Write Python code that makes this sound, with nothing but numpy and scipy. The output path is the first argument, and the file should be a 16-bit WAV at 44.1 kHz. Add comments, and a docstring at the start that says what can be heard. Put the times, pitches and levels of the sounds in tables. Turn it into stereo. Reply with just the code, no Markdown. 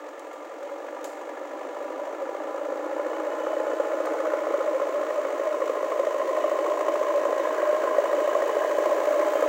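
"""Backhoe loader nearing over a dry field

A four-cylinder diesel revs up and settles under load as the machine nears and turns its side to the listener.
Uneven firing forces excite resonant casing, panels and bonnet; mode balance follows the side in view.
Damped modes make the hard knocks, casing throbs, clanks of a loose panel and ticks of a loose pin.
A sine on the crankshaft phase makes the fan tone; decaying noise makes dry twigs snap close by."""
import sys
import numpy as np
from scipy import signal
from scipy.fft import rfft, irfft
from scipy.io import wavfile
from scipy.ndimage import uniform_filter1d

SR = 44100
rng = np.random.default_rng(int(sys.argv[2]) if len(sys.argv) > 2 else 0)


def bounce(signal):
    """Save signal as a 16-bit WAV file at the path given by the first command-line argument."""
    frames = np.transpose(np.atleast_2d(signal))
    limited = np.clip(frames, -1, 1)
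    pcm = np.round(limited * 32767).astype(np.int16)
    wavfile.write(sys.argv[1], SR, pcm)


N = 418068
TIME = np.arange(N) / SR
TAPS = 4096   # length of every impulse response in samples
HZ = np.maximum(np.arange(TAPS // 2 + 1) * SR / TAPS, 1)
WORKING_SPEED = 55   # firings per s

# engine speed: t/s, firing rate f/Hz
FIRING = [(0.0, 43.88), (0.6, 44.56), (0.9, 48.51), (1.8, 51.55), (2.4, 55.97), (2.7, 56.51), (3.0, 59.01),
          (3.6, 60.47), (3.9, 58.99), (4.2, 60.47), (5.1, 54.96), (5.7, 53.29), (6.6, 54.23), (8.1, 54.73),
          (8.7, 55.2), (9.48, 57.24)]
# side that the machine shows: t/s, aspect (0 head-on, 1 oblique, 2 side-on; held at 2 above that)
ASPECT = [(0, .02), (2.3, 0.14), (3.2, 0.75), (4.4, 1.52), (5.4, 1.69), (6.4, 2.06), (8.4, 2.34),
          (9.4, 1.43)]
# the four cylinders in firing order: relative force in the boom/dB, relative force in the other voices/dB
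CYLINDERS = [(1, 2.5), (-4, -3.5), (-0.5, -1), (0.5, 1.5)]
# each engine voice at working speed, full load and 10 m: level head-on/dB, oblique/dB, side-on/dB,
# level per extra firing per s/dB, level lost without load/dB
VOICES = { "exhaust": (-32, -35.5, -33.5, 0.54, 1.5), "boom": (-24.5, -23.5, -22.5, 0.48, 3.5),
          "clatter": (-29, -32, -30.5, 0.39, 0), "hiss": (-39, -36.5, -37, 0.02, 4.5),
          "bonnet": (-34, -33.5, -34.5, 0.91, 7.5), }
# the hardest knocks: t/s, thud relative level/dB, thud f/Hz, panel relative level/dB,
# delay of the ring/s, ring relative level/dB, ring f/Hz
HARD_KNOCKS = [(1.9026, -23.5, 535, -40.5, 0.023, -29.5, 535),
               (2.069, -24.5, 635, -33.0, 0.011, -24.0, 580),
               (2.2897, -21.5, 560, -31.5, 0.011, -29.5, 495),
               (2.3482, -22.0, 550, -35.0, 0.022, -30.5, 570),
               (2.4017, -22.0, 575, -33.5, 0.011, -29.5, 565),
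               (2.5431, -20.5, 550, -32.5, 0.013, -29.0, 565),
               (2.9934, -17.0, 555, -31.0, 0.016, -26.0, 550),
               (3.4658, -17.5, 520, -27.5, 0.018, -23.5, 570),
               (3.5296, -17.5, 615, -31.0, 0.011, -22.5, 580),
               (3.5996, -15.5, 540, -35.5, 0.018, -22.0, 580),
               (3.6666, -17.0, 555, -31.0, 0.017, -21.5, 565),
               (3.7968, -14.5, 535, -28.0, 0.011, -20.5, 560),
               (4.0011, -14.5, 540, -31.0, 0.017, -23.5, 585),
               (4.3334, -14.5, 555, -24.0, 0.02, -21.5, 585), (4.4675, -14.0, 595, -30.5, 0.02, -24.5, 535),
               (4.5375, -16.5, 550, -24.5, 0.011, -16.0, 590),
               (4.7982, -16.0, 565, -32.0, 0.023, -21.5, 530),
               (5.2488, -16.0, 550, -29.5, 0.021, -23.5, 560),
               (5.395, -16.0, 555, -29.0, 0.023, -20.0, 580),
               (5.6003, -18.0, 585, -33.5, 0.022, -16.5, 540),
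               (5.694, -15.5, 500, -21.5, 0.011, -22.5, 545),
               (5.8279, -16.5, 560, -24.5, 0.019, -19.0, 550),
               (5.9935, -11.5, 575, -28.0, 0.011, -16.5, 585),
               (6.0682, -14.0, 560, -27.0, 0.014, -18.0, 580),
               (6.1423, -16.0, 570, -28.0, 0.021, -21.0, 550),
               (6.3721, -16.5, 600, -28.5, 0.012, -20.0, 595),
               (6.4391, -15.5, 630, -17.5, 0.011, -18.5, 585),
               (6.5137, -14.5, 605, -23.0, 0.012, -17.5, 590),
               (6.5868, -13.5, 565, -26.5, 0.023, -21.0, 565),
               (6.8815, -14.5, 585, -23.0, 0.018, -19.5, 595),
               (7.2512, -12.5, 575, -21.0, 0.018, -19.5, 580),
               (7.3259, -15.0, 575, -27.5, 0.022, -20.0, 600),
               (7.3956, -13.5, 570, -27.0, 0.023, -21.5, 585),
               (7.4696, -15.5, 560, -22.0, 0.011, -22.5, 585),
               (7.6264, -14.5, 590, -33.5, 0.011, -20.5, 585),
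               (7.8349, -15.5, 610, -21.5, 0.015, -17.0, 585),
               (7.9821, -8.0, 570, -25.5, 0.017, -15.5, 600),
               (8.1291, -14.0, 615, -21.5, 0.012, -14.0, 600),
               (8.2745, -12.5, 595, -29.0, 0.013, -19.5, 590),
               (8.3502, -15.5, 595, -19.0, 0.018, -16.0, 600),
               (8.4212, -15.0, 600, -20.0, 0.013, -19.0, 590),
               (8.5658, -11.0, 570, -24.5, 0.014, -19.5, 575),
               (8.6454, -14.5, 625, -22.5, 0.011, -22.0, 610),
               (8.7831, -10.5, 570, -26.5, 0.023, -18.0, 590),
               (8.8564, -11.0, 595, -26.5, 0.017, -19.5, 595),
               (9.0701, -14.5, 575, -29.0, 0.017, -14.5, 585),
               (9.3528, -11.5, 580, -24.5, 0.02, -19.5, 610),
               (9.4232, -12.0, 535, -32.0, 0.017, -18.0, 600)]
# swells of the casing: t/s, length/s, peak level/dB, f/Hz
THROBS = [(0.625, 0.02, -28.5, 570), (0.652, 0.018, -30, 570), (0.714, 0.03, -29.5, 565),
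          (1.806, 0.011, -23.5, 570), (1.846, 0.018, -26, 570), (1.992, 0.013, -24.5, 570),
          (2.016, 0.013, -24, 580), (2.215, 0.026, -24.5, 540), (2.611, 0.014, -24.0, 580.0),
          (2.652, 0.016, -24.5, 585.0), (2.923, 0.017, -24.0, 545.0), (3.06, 0.013, -19.5, 540.0),
          (3.268, 0.014, -20.5, 575.0), (3.932, 0.016, -20.0, 575.0), (4.197, 0.015, -21.0, 550.0),
          (4.414, 0.015, -20.5, 580.0), (4.603, 0.013, -18.5, 535.0), (4.677, 0.02, -18.5, 595.0),
          (4.742, 0.028, -19.0, 525.0), (4.815, 0.029, -20.5, 575.0), (4.937, 0.013, -19.5, 560.0),
          (4.957, 0.029, -21.0, 585.0), (5.01, 0.013, -21.5, 575.0), (5.173, 0.027, -19.0, 585.0),
          (5.322, 0.016, -20.5, 580.0), (5.468, 0.019, -19.0, 610.0), (5.512, 0.016, -21.0, 605.0),
          (5.541, 0.02, -21.0, 590.0), (6.197, 0.014, -18.5, 565.0), (6.28, 0.026, -20.0, 540.0),
          (6.699, 0.025, -18.5, 605.0), (7.084, 0.027, -19.5, 585.0), (7.147, 0.038, -16.0, 575.0),
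          (7.668, 0.013, -19.5, 605.0), (7.69, 0.018, -15.0, 605.0), (8.177, 0.019, -18.5, 555.0),
          (8.244, 0.013, -18.0, 590.0), (8.605, 0.014, -17.5, 615.0), (8.717, 0.014, -17.5, 590.0),
          (8.917, 0.019, -14.5, 590.0), (9.156, 0.014, -17.0, 595.0), (9.189, 0.018, -15.5, 600.0),
          (9.225, 0.015, -17.0, 595.0), (9.256, 0.043, -17.5, 600.0)]
# rattle of the loose pin, its main pitch shifting as it seats in its bush: t/s, level/dB, main f/Hz
PIN_LEVEL = [(0, -72, 2950), (2.8, -61, 2950), (3.2, -50, 2950), (3.8, -52, 3010), (4.2, -59, 3020),
             (4.7, -56, 3030), (5.1, -62, 2960), (5.6, -59, 2890), (6.1, -60, 2900), (6.45, -50, 2930),
             (6.75, -55, 2990), (7.05, -50.5, 2950), (7.7, -55, 2960), (8.1, -48.5, 2970), (8.5, -46, 2950),
             (8.85, -50.5, 3030), (9.1, -62, 3060), (9.35, -48, 3110)]


def exhaust(firings):
    """Overlapping pressure pulses drive silencer resonances: soft puffs merge into a drone."""
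    # f/Hz, width/Hz, relative level head-on/dB, oblique/dB, side-on/dB (head-on f is lowered in modes_gain)
    exhaust_modes = [(326.5, 59, 2.5, -1, -2.5), (338, 46, -24, -8, 1), (409, 114, -4.5, -10.5, 4.5)]
    cylinder_db = np.array(CYLINDERS)[:, 1]
    force = strokes(firings, cylinder_db, lead=0.086, rise=0.15, decay=0.46, between=1.0, uneven_db=5.5)
    return radiate(force * contacts(firings, repeat=0.42, apart=0.011), exhaust_modes)


def boom(firings):
    """Amplitude modulation of casing resonance: a chug near 600 Hz, one lump to a firing."""
    # f/Hz, width/Hz, relative level head-on/dB, oblique/dB, side-on/dB (head-on f is lowered in modes_gain)
    casing_modes = [(475, 52, -12.5, -2.5, -8), (553, 99, -7, 1, -6), (606.7, 61, -5.5, 2.5, 3),
                    (724, 270, -17.5, -29, -18.5)]
    ring = radiate(contacts(firings, repeat=0.52, apart=0.0086), casing_modes)
    # compress the random swells so that the beat stands out
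    power = uniform_filter1d(np.mean(ring ** 2, axis=0), size=SR // 90)
    steady = ring / (power + 1e-6) ** .33
    cylinder_db = np.array(CYLINDERS)[:, 0]
    beat = strokes(firings, cylinder_db, lead=0.42, rise=0.4, decay=0.5, between=0.05, uneven_db=2.0)
    return spent_on_blows(depth_db=-8) * evened(steady * beat)


def clatter(firings):
    """Forced vibration of panels: sharp combustion blows excite many plate modes."""
    # f/Hz, width/Hz, relative level head-on/dB, oblique/dB, side-on/dB (head-on f is lowered in modes_gain)
    panel_modes = [(1042, 124, -3.5, -13, 3.5), (1238, 77, -0.5, 0.5, -4.5), (1400, 500, -6.5, -1, -11),
                   (1650, 140, -16, -28, -9), (1776, 210, -13, -5.5, -29), (1893, 200, -13.5, -21, -7),
                   (2214, 240, -14, -12, -17.5), (2600, 75, -22, -23, -28), (3010, 220, -29, -19, -18.5),
                   (3060, 1900, -22, -35, -30.5), (876, 300, -4.5, -4, -19)]
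    cylinder_db = np.array(CYLINDERS)[:, 1]
    force = strokes(firings, cylinder_db, lead=0.48, rise=0.21, decay=0.34, between=0.36, uneven_db=2.0)
    return radiate(force * contacts(firings, repeat=0.41, apart=0.029), panel_modes)


def hiss(firings):
    """Impact noise of injectors and valve gear; air absorption takes less of the very top as the way shortens."""
    # f/Hz, relative spectral level/dB
    hiss_spectrum = [(2500, 2), (3900, -4.5), (4600, -5.5), (5200, -10.5), (6000, -4), (6700, -1),
                     (7700, -6.5), (9000, -13.5), (11000, -20.5), (13500, -16), (15500, -10)]
    cylinder_db = np.array(CYLINDERS)[:, 1]
    force = strokes(firings, cylinder_db, lead=0.31, rise=0.23, decay=0.19, between=0.3, uneven_db=2.4)
    ring = scattered(impulse_response(spectrum_gain(hiss_spectrum)), scatter_db=-13, scatter_s=.008)
    sound = evened(through(force * contacts(firings, repeat=1.0, apart=1.0), ring))
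    top = signal.sosfiltfilt(signal.butter(2, 10500, "high", fs=SR, output="sos"), sound)
    top_gain = from_db(np.interp(TIME, [0, 7, 9.4], [-1, .5, 3.5]))
    return sound + top * (top_gain - 1)


def bonnet(firings):
    """Lightly damped sheets in forced vibration; their modes glide as the machine turns."""
    # width/Hz, f head-on/Hz, f oblique/Hz, f side-on/Hz, relative level head-on/dB, oblique/dB, side-on/dB
    bonnet_modes = [(46.5, 790, 845, 830, 0, -4.5, -4), (50.4, 978, 1030, 995, 0, -4, -6.5),
                    (45, 1180, 1075, 1068, -11, -9, -10)]
    cylinder_db = np.array(CYLINDERS)[:, 1]
    beat = strokes(firings, cylinder_db, lead=0.7, rise=0.2, decay=0.35, between=0.4, uneven_db=2.0)
    force = beat * contacts(firings, repeat=0.54, apart=0.035)
    aspect, out = in_time(ASPECT)[0], 0
    for width, *views in bonnet_modes:
        hz, db = [np.interp(aspect, np.arange(3), column) for column in np.reshape(views, (2, -1))]
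        sheet = sliding(sliding(force, hz, width), hz, width)
        out = out + from_db(db) * evened(sheet)
    return out


def spent_on_blows(depth_db):
    """Energy sharing: a firing that knocks or throbs hard leaves less for the ordinary beat (returns a gain)."""
    busy = np.zeros(N)
    spans = [(s - .012, late + .02) for s, _, _, _, late, *_ in HARD_KNOCKS]
    spans += [(s - .005, length + .01) for s, length, *_ in THROBS]
    for s, length in spans:
        busy[int(s * SR):int((s + length) * SR)] = 1
    return from_db(depth_db * uniform_filter1d(busy, size=SR // 150))


def knocks(firings, thud_rise_s, ring_s, thud_gain_db, ring_gain_db, panel_gain_db):
    """Impact excitation: a short, dull thud clanks the loose panel, then the casing rings on."""
    panel_hz = 1090
    out = np.zeros(N)
    for s, thud_db, thud_hz, panel_db, late, ring_db, ring_hz in knock_events(firings):
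        add(out, s, struck(thud_db + thud_gain_db, thud_hz, thud_rise_s))
        add(out, s, clank(panel_db + panel_gain_db, panel_hz * (1 + 0.06 * rng.standard_normal())))
        # a swell peaks in the middle of three lengths
        add(out, s + late - 3 * ring_s / 2, swell(ring_db + ring_gain_db, ring_hz, ring_s))
    return out


def knock_events(firings):
    """Random excitation: lighter knocks fall by chance on the beat, clear of the listed hard ones."""
    # cylinders in firing order: chance head-on, chance from the oblique view onwards
    knock_chance = [(.2, .15), (.05, .02), (0.75, .02), (.08, .08)]
    lead = 0.2503   # firing intervals
    over_boom_db, spread_db, speed_db = 3, 5, 0.2   # speed_db is per extra firing per s
    panel_db, ring_db = -17, -14   # against the thud
    knock_hz, ring_late_s = 538, 0.01211
    number = (firings + lead).astype(int)
    at = np.flatnonzero(np.diff(number)) + 1
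    luck = rng.random(size=1024)[number[at]]
    size = rng.standard_normal(size=1024)[number[at]]
    head_on, turned = np.array(knock_chance)[number[at] % 4].T
    chance = head_on + (turned - head_on) * np.clip(in_time(ASPECT)[0][at], 0, 1)
    hard_s = np.array(HARD_KNOCKS)[:, 0]
    free = np.abs(TIME[at, None] - hard_s).min(axis=1) > 1 / WORKING_SPEED
    db = level_db("boom")[at] + over_boom_db + spread_db * size
    db = db + speed_db * (in_time(FIRING)[0][at] - WORKING_SPEED)
    light = np.broadcast_arrays(TIME[at], db, knock_hz, db + panel_db, ring_late_s, db + ring_db, knock_hz)
    return np.vstack([HARD_KNOCKS, np.column_stack(light)[free & (luck < chance)]])


def throbs(gain_db):
    """Resonance: some firings catch the casing and make it swell."""
    out = np.zeros(N)
    for s, length, db, hz in THROBS:
        add(out, s - length, swell(db + gain_db, hz, length))
    return out


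def clanks(gain_db):
    """Repeated impact: the loose panel is thrown against its frame at listed times."""
    # t/s, relative level/dB, f/Hz
    clank_events = [(2.8582, -28.0, 1105.0), (3.131, -28.0, 1155.0), (3.1999, -28.5, 1145.0),
                    (3.8429, -28.5, 1180.0), (3.9294, -28.5, 1230.0), (4.0709, -27.5, 1160.0),
                    (4.138, -27.5, 1090.0), (4.2014, -26.5, 1135.0), (4.2525, -25.0, 1150.0),
                    (4.6714, -28.0, 1035.0), (4.8857, -27.5, 1050.0), (4.955, -25.0, 1065.0),
                    (5.0304, -27.0, 1240.0), (5.0667, -26.5, 1060.0), (5.1042, -23.5, 1095.0),
                    (5.284, -24.5, 1080.0), (5.3578, -27.0, 1070.0), (5.4685, -26.0, 1060.0),
                    (5.5426, -24.0, 1040.0), (5.6171, -26.5, 1155.0), (5.6776, -26.0, 1070.0),
                    (5.8415, -23.0, 1075.0), (5.9181, -26.0, 1135.0), (6.0308, -25.0, 1060.0),
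                    (6.2141, -24.5, 1075.0), (6.3276, -23.5, 1090.0), (6.4021, -24.0, 1075.0),
                    (6.6589, -21.5, 1075.0), (6.7179, -22.5, 1035.0), (6.773, -23.5, 1065.0),
                    (6.8058, -22.0, 1080.0), (6.9539, -19.0, 1045.0), (7.027, -22.5, 1125.0),
                    (7.0651, -19.5, 1100.0), (7.2333, -24, 1070), (7.5055, -21.5, 1030.0),
                    (7.617, -21.5, 1100), (7.6512, -19.0, 1080.0), (7.7627, -22.5, 1085.0),
                    (7.7964, -22.5, 1045.0), (7.8736, -22.5, 1040.0), (7.9089, -20.5, 1065.0),
                    (7.9444, -21.5, 1105.0), (8.0547, -22.5, 1090.0), (8.2904, -22.5, 1105.0),
                    (8.4904, -22.0, 1050.0), (8.635, -20.0, 1090.0), (8.709, -24.0, 1055.0),
                    (9.0121, -25.5, 1055.0), (9.1374, -21.0, 1085.0), (9.2432, -26.5, 1130.0),
                    (9.3938, -26.0, 1050.0), (9.4356, -25.5, 1165.0)]
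    out = np.zeros(N)
    for s, db, hz in clank_events:
        add(out, s, clank(db + gain_db, hz))
    return out


def clank(db, hz):
    """Modal superposition: one hit of the loose panel sums damped partials, round and hollow."""
    # frequency ratio to the main pitch, relative level/dB
    clank_modes = [(1, 0), (1.12, -13), (1.8, -19), (2.8, -27)]
    return sum(struck(db + mode_db, hz * ratio, rise_s=0.0025) for ratio, mode_db in clank_modes)


def struck(db, hz, rise_s):
    """Heavy damping: a mode swells to its peak and quickly dies."""
    age = TIME[:SR // 20]
    envelope = (age / rise_s * np.exp(1 - age / rise_s)) ** 1.4
    return from_db(db) * envelope * np.sin(2 * np.pi * (hz * age + rng.random()))


def swell(db, hz, length_s):
    """Phase-modulated resonance: a rounded, slightly unsteady ring in the middle of three times its length."""
    age = TIME[:int(3 * length_s * SR)] - 1.5 * length_s
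    wobble = np.interp(age, np.linspace(-.08, .08, 32), rng.standard_normal(32))
    envelope = np.exp(-.4 * np.abs(2 * age / length_s) ** 3)
    return from_db(db) * envelope * np.sin(2 * np.pi * (hz * age + rng.random()) + .45 * wobble)


def pin(firings, share, uneven_db, late_s, width_hz, upper_db):
    """Impulse excitation: some firings shake a loose pin in the loader arm, whose modes answer with a tick."""
    # upper modes: f/Hz, width/Hz, relative level/dB
    pin_modes = [(3050, 52, 8), (3400, 160, -9), (3980, 100, -13), (6400, 310, -12), (7280, 230, -7)]
    at = np.flatnonzero(np.diff(firings.astype(int)))
    chance, size, delay = rng.random((len(at), 3)).T
    tick_at = np.minimum(at + (delay * late_s * SR).astype(int), N - 1)
    ticks = np.zeros(N)
    ticks[tick_at] = (chance < share) * from_db(uneven_db * size)
    upper_gain = sum(from_db(db) / (1 + (2 * (HZ - hz) / width) ** 2) for hz, width, db in pin_modes)
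    main_hz = in_time(PIN_LEVEL)[1]
    main = sliding(sliding(ticks + 1e-18, main_hz, width_hz), main_hz, width_hz)
    upper = through(ticks, impulse_response(upper_gain))
    return rms_one(rms_one(main) + from_db(upper_db) * rms_one(upper))


def fan(firings, waver_db):
    """Blade-passing tone: its frequency is locked to the crankshaft and its level wavers a little."""
    blades_per_firing = 21 / 4
    knots = np.arange(0, TIME[-1] + 1, .06)
    waver = from_db(waver_db * np.interp(TIME, knots, rng.standard_normal(len(knots))))
    return np.sqrt(2) * np.sin(2 * np.pi * blades_per_firing * firings) * waver


def snaps(crack_s, rustle_s, grain_db, ring_hz, ring_width_hz, ring_db):
    """Brittle fracture: dry twigs crack in bursts of noise, then a short, grainy rustle rings the stalks."""
    # t/s, relative crack level/dB, rustle level against the crack/dB
    snap_events = [(0.194, -30.5, -23), (0.331, -40, -12), (1.0428, -21, -15.5), (4.057, -27, -18),
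                   (5.758, -38, -18)]
    # f/Hz, relative spectral level/dB
    snap_colour = [(300, -3), (1000, 5), (3000, -1), (4400, 2), (5500, 1.5), (7000, 7.5), (10000, -3),
                   (13000, -6), (15500, -2)]
    crack, rustle = np.zeros((2, N))
    for s, db, rustle_db in snap_events:
        start = int(s * SR)
        age = TIME[:N - start][:SR // 2]
        grains = from_db(grain_db * np.interp(age, np.arange(0, .5, .002), rng.standard_normal(250)))
        crack[start:][:len(age)] += from_db(db) * np.exp(-age / crack_s)
        rustle[start:][:len(age)] += from_db(db + rustle_db) * grains * np.exp(-age / rustle_s)
    noise = rng.standard_normal((2, N))
    b, a = signal.iirpeak(ring_hz, ring_hz / ring_width_hz, fs=SR)
    stalks = from_db(ring_db) * signal.lfilter(b, a, rustle * noise)
    return through((crack + rustle) * noise + stalks, impulse_response(spectrum_gain(snap_colour)))


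def strokes(firings, cylinder_db, lead, rise, decay, between, uneven_db):
    """Periodic forcing: each firing swells and dies over a steady churn; times are shares of a firing interval."""
    phase = firings + lead + 1
    number, age = np.maximum(phase.astype(int), 1), phase % 1
    count = np.arange(1024)
    unevenness_db = uneven_db * rng.standard_normal(len(count))
    strength = from_db(np.asarray(cylinder_db)[(count - 1) % 4] + unevenness_db)

    def shape(a):
        return (1 - np.exp(-(a / rise) ** 2)) * np.exp(-a / decay)

    # the stroke before is still dying away
    return between + strength[number] * shape(age) + strength[number - 1] * shape(age + 1)


def contacts(firings, repeat, apart):
    """Cyclic correlation: one share of the chatter recurs every four firings; apart is each side's own share."""
    size = 4096
    place = firings / 4 * size % size
    patterns = irfft(np.exp(2j * np.pi * rng.random((2, size // 2 + 1))))
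    first, second = [np.interp(place, np.arange(size), rms_one(p)) for p in patterns]
    turn = 1.292 * TIME   # rad; the recurring pattern changes slowly as the machine moves
    repeat, apart = np.clip(repeat, 0, 1), np.clip(apart, 0, 1)
    recurring = first * np.cos(turn) + second * np.sin(turn)
    common = np.sqrt(repeat) * recurring + np.sqrt(1 - repeat) * rng.standard_normal(N)
    return np.sqrt(1 - apart) * common + np.sqrt(apart) * rng.standard_normal((2, N))


def radiate(force, modes):
    """Directivity: the balance of the resonances follows the side in view; slow level 1."""
    aspect, out = np.clip(in_time(ASPECT)[0], 0, 2), 0
    for view in range(3):
        ring = scattered(impulse_response(modes_gain(modes, view)), scatter_db=-9, scatter_s=.005)
        out = out + np.maximum(1 - np.abs(aspect - view), 0) * through(force, ring)
    return evened(out)


def modes_gain(modes, view):
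    """Power sum of steep-sided resonance curves in one of the three views."""
    hz = HZ / (0.96 if view == 0 else 1)   # head-on, the peaks sit a little lower
    power = sum(from_db(db[view]) ** 2 / (1 + (2 * (hz - centre) / width) ** 2) ** 2
                for centre, width, *db in modes)
    return np.sqrt(power)


def level_db(voice):
    """Spherical spreading: level falls with distance; speed, load and the side in view set it too."""
    # t/s, load (0 to 1)
    load_curve = [(0.5, 0.44), (.66, 0.76), (1.4, 0.68), (1.8, 1), (3.0, 0.83), (4.3, 0.55), (5.4, 0.38),
                  (6.9, 0.53), (7.8, 0.57), (9.4, 1)]
    # t/s, distance/m
    distance_curve = [(0, 26.5), (2.4, 28.7), (4.2, 16.5), (6.6, 11.2), (9.4, 11.5)]
    *view_db, speed_db, load_db = VOICES[voice]
    speed, load, metres, aspect = [in_time(curve)[0] for curve in (FIRING, load_curve, distance_curve, ASPECT)]
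    effort_db = speed_db * (speed - WORKING_SPEED) + load_db * (load - 1)
    return np.interp(aspect, np.arange(3), view_db) + effort_db - 20 * np.log10(metres / 10)


def over_ground(x, width_hz):
    """Interference: the bounce off the ground changes a narrow band that moves with the machine."""
    # t/s, f/Hz, gain in the band/dB (mostly a cut, once a slight boost)
    ground_band = [(0, 1540, -15), (2.4, 1550, -8), (4.3, 1630, -17), (5.5, 1570, -16), (6.6, 1610, -10),
                   (7.6, 1483, 2.5), (9.4, 1440, -6.5)]
    hz, band_db = in_time(ground_band)
    return x - (1 - from_db(band_db)) * sliding(x, hz, width_hz)


def scattered(ring, scatter_db, scatter_s):
    """Scattering: cab, arms and bucket throw back a brief, bright cloud of echoes, made of decaying noise."""
    burst = rng.standard_normal(TAPS) * np.exp(-TIME[:TAPS] / scatter_s)
    cloud = signal.sosfilt(signal.butter(2, 1500, "high", fs=SR, output="sos"), burst)
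    cloud = cloud / np.sqrt(np.sum(cloud ** 2))
    return ring + from_db(scatter_db) * signal.fftconvolve(ring, cloud)[:TAPS]


def shaded(right):
    """Interaural differences: the right side comes later, shaded from the treble, at a drifting level."""
    # f/Hz, right minus left level/dB
    shade_curve = [(300, 0.2), (430, -1), (600, -0.25), (1000, -0.5), (1250, -1), (1500, 1), (2400, 0.5),
                   (3200, -5), (4200, -8), (5200, -13), (6700, -21.5), (10000, -16), (15000, -21)]
    # level at the start/dB, level at the end/dB
    drift_db = (-1.7, -0.7)
    lag_s = 0.00013
    shade = irfft(spectrum_gain(shade_curve) * np.exp(-2j * np.pi * HZ * lag_s))
    right = signal.oaconvolve(right, np.roll(shade, TAPS // 2))[TAPS // 2:][:N]
    return right * from_db(np.linspace(*drift_db, N))


def sliding(x, hz, width_hz):
    """Heterodyne resonance: its centre moves from sample to sample; gain about 1 on top."""
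    turn, r = np.exp(2j * np.pi * np.cumsum(hz) / SR), np.exp(-np.pi * width_hz / SR)
    return 2 * np.real(turn * signal.lfilter([1 - r], [1, -r], x * turn.conj()))


def impulse_response(gain):
    """Minimum phase: folding the cepstrum gives the causal ring of a gain curve; energy 1."""
    cepstrum = irfft(np.log(gain + 1e-9))
    cepstrum[1:TAPS // 2] *= 2
    cepstrum[TAPS // 2 + 1:] = 0
    ring = irfft(np.exp(rfft(cepstrum)))
    return ring / np.sqrt(np.sum(ring ** 2))


def through(x, ring):
    """Linear filtering: convolve every channel with an impulse response."""
    return signal.oaconvolve(np.atleast_2d(x), ring[None], axes=1)[:, :N]


def spectrum_gain(points):
    """Gain per frequency, with decibels interpolated along log frequency."""
    hz, db = np.transpose(points)
    return from_db(np.interp(np.log(HZ), np.log(hz), db))


def evened(x):
    """Level normalisation: hold the slow power at 1 and leave the beat alone."""
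    return x / np.sqrt(uniform_filter1d(np.mean(x ** 2, axis=0), size=SR // 3) + 1e-12)


def rms_one(x):
    """Normalise to an effective value of 1."""
    return x / np.sqrt(np.mean(x ** 2) + 1e-20)


def from_db(db):
    """Amplitude ratio of a level in decibels."""
    return 10 ** (np.asarray(db) / 20)


def in_time(rows):
    """Linear interpolation of each column of a curve at every sample."""
    s, *columns = np.transpose(rows)
    return [np.interp(TIME, s, c) for c in columns]


def add(out, s, sound):
    """Superposition: mix a short sound in at its time."""
    part = out[max(int(s * SR), 0):][:len(sound)]
    part += sound[:len(part)]


def scene():
    """Superposition of the engine's voices on one crankshaft phase, with the twigs, on both sides."""
    # the fan sings out at top speed, while the grille still faces forward: t/s, level/dB
    fan_level = [(0, -62), (2.3, -54), (3.1, -42.5), (3.6, -48), (4.0, -52), (4.35, -48.5), (4.7, -58),
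                 (9.4, -55)]
    firings = np.cumsum(in_time(FIRING)[0]) / SR   # crankshaft phase, counted in firings
    gain = {voice: from_db(level_db(voice)) for voice in VOICES}
    machine = gain["exhaust"] * exhaust(firings) + gain["boom"] * boom(firings)
    machine += gain["clatter"] * over_ground(clatter(firings), width_hz=190)
    machine += gain["hiss"] * hiss(firings)
    machine += from_db(in_time(fan_level)[0]) * fan(firings, waver_db=3.5)
    machine += gain["bonnet"] * bonnet(firings)
    pin_ticks = pin(firings, share=.6, uneven_db=11.0, late_s=.005, width_hz=70, upper_db=-4)
    machine += from_db(in_time(PIN_LEVEL)[0]) * pin_ticks
    machine += knocks(firings, thud_rise_s=.003, ring_s=.011,
                      thud_gain_db=.4, ring_gain_db=0, panel_gain_db=-1.5)
    machine += throbs(gain_db=0) + clanks(gain_db=-1)
    twigs = snaps(crack_s=0.0027, rustle_s=0.077, grain_db=2.5,
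                  ring_hz=7200, ring_width_hz=1500, ring_db=-8.0)
    left, right = machine + from_db(-7.5) * twigs
    return np.array([left, shaded(right)])


def record(dry):
    """Band limiting: a steep wind filter cuts the bass, faint noise is added, then the top is cut."""
    low_cut_hz, top_cut_hz, floor_db = 263.5, 15850, -83.5
    thin = signal.sosfilt(signal.butter(10, low_cut_hz, "high", fs=SR, output="sos"), dry)
    thin = thin + from_db(floor_db) * rng.standard_normal(N)
    return signal.sosfilt(signal.ellip(12, .1, 80, top_cut_hz, fs=SR, output="sos"), thin)


dry = scene()
out = record(dry)
bounce(out)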